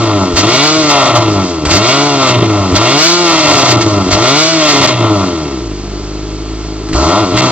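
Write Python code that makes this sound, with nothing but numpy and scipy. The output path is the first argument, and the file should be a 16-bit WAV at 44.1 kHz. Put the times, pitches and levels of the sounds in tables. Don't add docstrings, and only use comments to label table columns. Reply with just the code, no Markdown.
import sys
import numpy as np
from scipy import signal
from scipy.fft import rfft, irfft
from scipy.io import wavfile
from scipy.ndimage import uniform_filter1d

SR = 44100
rng = np.random.default_rng(int(sys.argv[2]) if len(sys.argv) > 2 else 0)


def to_wav(s):
    ch = np.atleast_2d(s).T
    pcm = np.round(np.clip(ch, -1, 1) * 32767)
    wavfile.write(sys.argv[1], SR, pcm.astype(np.int16))


N = 331191
T = np.arange(N) / SR
FFT_SIZE = 345600
FREQS = np.maximum(np.fft.rfftfreq(FFT_SIZE, 1 / SR), 1)


def exhaust(hz, rough, heat, tone_db, drone_db, bark_db, rasp_db):
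    cycles = np.cumsum(hz) / SR
    pulses, flow = firings(cycles, rough)
    tone = np.cos(2 * np.pi * cycles)
    overtones = pulses - hz / SR * (1 + 2 * tone)
    edges = baffles(steady(overtones))
    gas = flow * rng.standard_normal(N)
    drone = undb(drone_db + .15) * silencer_drone(edges, gas, rough, heat)
    bark = undb(bark_db - .43) * pipe_bark(edges, gas, rough, heat)
    rasp = undb(rasp_db - .12) * tip_rasp(edges, gas, rough, heat, hz)
    hum = undb(tone_db + 1.76) * np.sqrt(2) * tone
    burble = undb(3.7 * rough * noise(band(2, 20, order=2)))
    return burble * (hum + drone) + bark + rasp, flow


CYLINDER_BIAS = [.7, -.6, .3, -.4]
JITTER_S = .00035
def firings(cycles, rough):
    count = np.arange(int(cycles[-1]) + 1)
    size_luck, time_luck = rng.standard_normal((len(count), 2)).T
    when = np.interp(count, cycles, T)
    uneven = np.interp(when, T, rough)
    size = np.maximum(1 + uneven * (np.array(CYLINDER_BIAS)[count % 4] + .5 * size_luck), 0)
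    place = np.clip((when + JITTER_S * uneven * time_luck) * SR, 0, N - 2)
    index, late = place.astype(int), place % 1
    pulses = np.bincount(index, size * (1 - late), N) + np.bincount(index + 1, size * late, N)
    flow = size[cycles.astype(int)] ** .25 * (1 + np.exp(-(cycles % 1) / 1.8))
    return pulses, steady(flow)


# round trip/s, share sent back
CHAMBER_ECHOES = [(.0017, 0.48), (.0043, 0.39)]
def baffles(x):
    gain = 1
    for trip_s, share in CHAMBER_ECHOES:
        delay = np.exp(-2j * np.pi * FREQS * trip_s)
        gain = gain * (delay - share) / (1 - share * delay)
    return shape(x, gain)


# f/Hz, width/Hz, level/dB
DRONE_NOTES = [(109.5, 21.3, 3), (155.43, 8.1, 2), (193.5, 10.2, 3.5), (271.8, 16, 2), (321.4, 27.8, 8),
               (418, 34, 0)]
def silencer_drone(edges, gas, rough, heat):
    push = edges + (.09 + .74 * rough) * gas
    return ring(push, resonances(DRONE_NOTES) * band(68, 530, order=8), stretch=1 + .06 * heat)


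# f/Hz, width/Hz, level/dB
BARK_NOTES = [(506, 74, 1.5), (615.2, 18.3, 12), (696, 38, 6), (850, 36, 3.5), (987, 38, 5),
              (1071, 20, 5.5), (1178, 35, 5), (1270, 23, -19), (1334, 60, 6)]
def pipe_bark(edges, gas, rough, heat):
    push = edges + (.3 + rough) * gas
    return ring(push, resonances(BARK_NOTES) * band(514, 1517, order=12), stretch=1 + .047 * heat)


# f/Hz, width/Hz, level/dB
TIP_NOTES = [(1889, 71, -3), (2084, 30, 0.5), (2178, 39, 0.5), (2433, 115, -5.5), (2691, 26, 3),
             (2794, 28, -1), (2906, 17, -13), (3068, 60, -2.5), (3236, 75, -4), (3360, 33, 0.5),
             (3620, 42, 0), (3790, 85, -7.5), (4070, 195, -8.5)]
def tip_rasp(edges, gas, rough, heat, hz):
    push = edges + (.4 + .5 * rough + (70 / hz) ** 4) * gas
    return ring(push, resonances(TIP_NOTES), stretch=1 + .066 * heat)


def ring(push, gain, stretch):
    clock = np.cumsum(stretch)
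    ticks = np.arange(int(clock[-1]))
    ringing = shape(np.interp(ticks, clock, push), causal(gain))
    return steady(np.interp(clock, ticks, ringing))


# open t/s, firing f/Hz then, shut t/s, top firing f/Hz, extra surge/dB, extra bark/dB, extra rasp+jet/dB
PRESSES = [(.338, 83.25, 0.64, 158.8, -1.5, -1.5, 0.5), (1.658, 71.4, 1.93, 146.2, -.5, -.5, 0.5),
           (2.714, 89.19, 3.056, 177.6, 1.5, -1.5, 0), (4.081, 87.8, 4.39, 164.8, 0.5, 0, -0.5),
           (6.928, 52.3, 7.098, 91.25, 3.5, 5, 2), (7.339, 88.17, 7.22, 126.3, -3, 1, -4)]
# t/s, firing f/Hz
FOOT_OFF = [(0, 116.3), (5.731, 48.97), (6.523, 53.43)]
CREST_S, SHUT_SHARE, DRAG_POWER, INERTIA_S = .129, .948, .8, .055
def firing_rate():
    turns = list(FOOT_OFF)
    for opens, low_hz, shuts, top_hz, *_ in PRESSES:
        turns += [(opens, low_hz), (shuts, SHUT_SHARE * top_hz), (shuts + CREST_S, top_hz)]
    times, hz = np.transpose(sorted(turns))
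    curve = np.interp(T, times, hz ** DRAG_POWER) ** (1 / DRAG_POWER)
    return uniform_filter1d(curve, int(INERTIA_S * SR))


def surge(opens):
    return gate(opens, opens + .09, rise_s=.018, fall_s=.11)


HEAT_LAG_S, WARM_S, COOL_S = .11, .21, .13
def pipe_heat():
    heat = np.zeros(N)
    for opens, _, shuts, *_ in PRESSES:
        warmth = np.clip((shuts - opens) / WARM_S - .5, 0, 1)
        heat += warmth * gate(opens + HEAT_LAG_S, shuts + HEAT_LAG_S, WARM_S, COOL_S)
    return heat


# firing f/Hz, roughness (0-1)
UNEVEN_BURN = [(52, .2), (90, .22), (115, .32), (135, .24), (160, .2)]
def roughness(hz):
    pull = sum(gate(opens, shuts + CREST_S, CREST_S, CREST_S) for opens, _, shuts, *_ in PRESSES)
    stumble = sum(surge(opens) for opens, *_ in PRESSES)
    breakup = sum(gate(start, end + DIE_S, rise_s=.22, fall_s=.22) ** 2 for start, end, _ in SNARLS)
    return at_speed(UNEVEN_BURN, hz)[0] * (1 - .2 * pull) + .3 * stumble + .42 * breakup


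# firing f/Hz, level/dB of tone, drone, bark, rasp, jet
OPEN_LEVELS = [(59.4, -23.5, -13.5, -21.5, -28.5, -27.5), (96, -24.5, -12.5, -13, -22.5, -27.5),
               (130.2, -23.5, -15, -10.5, -13.5, -20), (144, -21, -14.5, -12, -15, -21.5),
               (164.6, -27, -15.5, -13.5, -14, -14)]
SHUT_LEVELS = [(52, -25, -23.5, -34, -42, -39.5), (62.6, -27.5, -19.5, -28.5, -35.5, -38.5),
               (82, -28, -17.5, -22, -31, -34.5), (91.4, -29.5, -13.5, -19.5, -27.5, -30.5),
               (93, -19, -13.5, -15, -26.5, -31.5), (119, -15.5, -13, -16, -23.5, -31.5),
               (126.4, -22, -14.5, -13.5, -20.5, -26.5), (166, -24.5, -11, -15, -19, -22)]
# head start/s, rise/s, fall/s
PART_TIMING = [(.01, 0.031, 0.16), (0.04, .02, 0.24), (0.0034, 0.029, 0.22), (0.0067, 0.042, 0.14),
               (.005, 0.038, 0.14)]
# t/s, half length/s, level/dB
DRONE_DIP = (4.5, 0.036, -13)
SURGE_DB, WAVER_DB = 6.5, 3.5
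def levels(hz, rough):
    db = at_speed(SHUT_LEVELS, hz)
    pull_db = at_speed(OPEN_LEVELS, hz) - db
    for part, (lead_s, rise_s, fall_s) in enumerate(PART_TIMING):
        for opens, _, shuts, _, _, bark_db, tips_db in PRESSES:
            extra_db = (0, 0, bark_db, tips_db, tips_db)[part]
            db[part] += gate(opens - lead_s, shuts, rise_s, fall_s) * (pull_db[part] + extra_db)
        db[part] += WAVER_DB * rough * waver()
    tone_db, drone_db, bark_db, rasp_db, jet_db = db + afterfire()
    for opens, _, _, _, extra_db, *_ in PRESSES:
        tone_db += (SURGE_DB + extra_db) * surge(opens)
    dip_s, half_s, dip_db = DRONE_DIP
    drone_db += dip_db * gate(dip_s - half_s, dip_s, half_s, half_s)
    return tone_db, drone_db, bark_db, *add_spurts(rasp_db, jet_db)


# start t/s, end t/s, strength (0-1)
SNARLS = [(0.88, 1.176, 0.97), (2.193, 2.352, 0.77), (3.246, 3.739, 0.78), (4.59, 4.911, 0.85)]
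SNARL_DB, CATCH_S, DIE_S = (-3, -2.5, 4.5, 5.5, 2.5), .03, .06
def afterfire():
    snarl = sum(strength * gate(start, end, CATCH_S, DIE_S) for start, end, strength in SNARLS)
    return np.outer(SNARL_DB, snarl)


# t/s, length/s, level/dB
GAS_SPURTS = [(0.357, 0.048, -16.5), (0.881, .03, -18.5), (1.144, 0.027, -20.5), (1.692, 0.082, -17),
              (2.261, 0.043, -21.5), (2.746, 0.022, -16), (3.504, 0.1, -20.5), (3.679, 0.037, -17.5),
              (3.802, 0.016, -20.5), (4.105, 0.033, -16.5), (4.674, .04, -19.5), (4.818, .06, -20.5),
              (7.365, 0.029, -19.5)]
def add_spurts(rasp_db, jet_db):
    spurt = sum(undb(db) * gate(start, start + length, rise_s=.015, fall_s=.03)
                for start, length, db in GAS_SPURTS)
    rasp = np.hypot(undb(rasp_db), undb(.5) * spurt)
    jet = np.hypot(undb(jet_db), spurt)
    return 20 * np.log10(rasp), 20 * np.log10(jet)


# f/Hz, level/dB
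HISS_COLOUR = [(1400, 5), (1700, 1), (2500, -5.5), (3600, -0.5), (4400, 6.5), (5200, 2.5), (6200, 0),
               (7200, -2), (8000, -14)]
def gas_jet(flow, hz):
    puffs = flow ** np.clip(hz / 140, 0, 1)
    colour = undb(spectra(HISS_COLOUR)[0]) * band(1300, 8400, order=12)
    hiss = puffs * noise(colour)
    swirls = puffs * noise(colour * band(1800, 7000, order=2))
    return undb(1.4) * hiss, 1.3 * (hz / 135) ** .72 * swirls


# t/s, fade/s, thump level/dB, crack level/dB
GAS_GULPS = [(.335, .04, -16, -34), (.364, .02, -32, -12.5), (1.65, .045, -20, -12), (1.692, .06, -32, -19),
             (2.71, .05, -19, -25), (3.806, .03, -19, -13), (4.07, .06, -14, -26), (6.03, .05, -28, -45),
             (6.885, .04, -22, -27), (6.928, .04, -16, -18), (7.325, .05, -21, -40), (7.365, .04, -28, -17)]
def gulps():
    thump, crack = np.zeros(N), np.zeros(N)
    for start, fade_s, thump_db, crack_db in GAS_GULPS:
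        age = np.maximum(T - start, 0)
        swell = (1 - np.exp(-age / .0011)) * np.exp(-age / fade_s)
        thump += undb(thump_db) * swell
        crack += undb(crack_db) * swell ** 2
    return thump * noise(band(38, 85, order=4)) + crack * noise(band(500, 3500, order=2))


# f/Hz, level/dB
BAY_COLOUR = [(45, -10), (100, -21), (180, -11.5), (240, -16.5), (330, 1.5), (520, -18.5), (700, -16),
              (1300, -24.5), (1700, -26.5), (3000, -21.5)]
BAY_DB = -27.5
def engine_bay():
    return undb(BAY_DB) * noise(undb(spectra(BAY_COLOUR)[0]) * band(34, 3000, order=3))


def undb(db):
    return 10 ** (np.asarray(db) / 20)


def gate(start, end, rise_s, fall_s):
    end = max(end, start + rise_s)
    return np.interp(T, [start, start + rise_s, end, end + fall_s], [0, 1, 1, 0])


def waver(turns_per_s=18):
    return np.interp(T * turns_per_s, np.arange(256), rng.standard_normal(256))


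def at_speed(rows, hz):
    rates, *columns = np.transpose(rows)
    return np.array([np.interp(hz, rates, column) for column in columns])


def spectra(rows):
    hz, *columns = np.transpose(rows)
    return [np.interp(np.log(FREQS), np.log(hz), column) for column in columns]


def band(low_hz, high_hz, order):
    return ((1 + (low_hz / FREQS) ** (2 * order)) * (1 + (FREQS / high_hz) ** (2 * order))) ** -.5


def resonances(notes):
    return np.sqrt(sum(undb(db) ** 2 / (1 + ((FREQS - hz) / width) ** 2) ** 2 for hz, width, db in notes))


def causal(gain):
    cepstrum = irfft(np.log(gain + 1e-6))
    cepstrum[1:FFT_SIZE // 2] *= 2
    cepstrum[FFT_SIZE // 2 + 1:] = 0
    return np.exp(rfft(cepstrum))


def shape(x, gain):
    return irfft(rfft(x, FFT_SIZE) * gain)[:len(x)]


def steady(x, window=3500):
    power = uniform_filter1d(uniform_filter1d(x * x, window), window // 2)
    return x / np.sqrt(power + 1e-12)


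def noise(gain):
    x = shape(rng.standard_normal(N), gain)
    return x / x.std()


# f/Hz, level/dB, phase/rad
STEREO_SIDE = [(100, -21, -2.2), (180, -20, -2.2), (300, -19, -.7), (900, -15, -.6), (1500, -12, -.9),
               (2600, -13, -1.3), (3500, -7, -1.8), (4400, 3, -1.75), (7500, 6, -2.1)]
def scene():
    hz = firing_rate()
    rough = roughness(hz)
    *pipe_db, jet_db = levels(hz, rough)
    wavering_hz = hz * (1 + .012 * rough * waver())
    engine, flow = exhaust(wavering_hz, rough, pipe_heat(), *pipe_db)
    hiss, swirls = gas_jet(flow, hz)
    mid = engine + undb(jet_db) * hiss + engine_bay() + gulps()
    side_db, phase = spectra(STEREO_SIDE)
    side = shape(mid, undb(side_db) * np.exp(1j * phase)) + undb(jet_db) * swirls
    return np.array([mid + side, mid - side])


CEILING, TREBLE_CUT_HZ, FINAL_CUT_HZ = 1.02, 8150, 15800
def record(dry):
    rounded = dry / (1 + (dry / CEILING) ** 10) ** (1 / 10)
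    narrow = signal.sosfilt(signal.ellip(10, .2, 80, TREBLE_CUT_HZ, fs=SR, output="sos"), rounded)
    flattened = np.clip(narrow, -1, 1)
    return signal.sosfilt(signal.ellip(8, .1, 70, FINAL_CUT_HZ, fs=SR, output="sos"), flattened)


dry = scene()
out = record(dry)
to_wav(out)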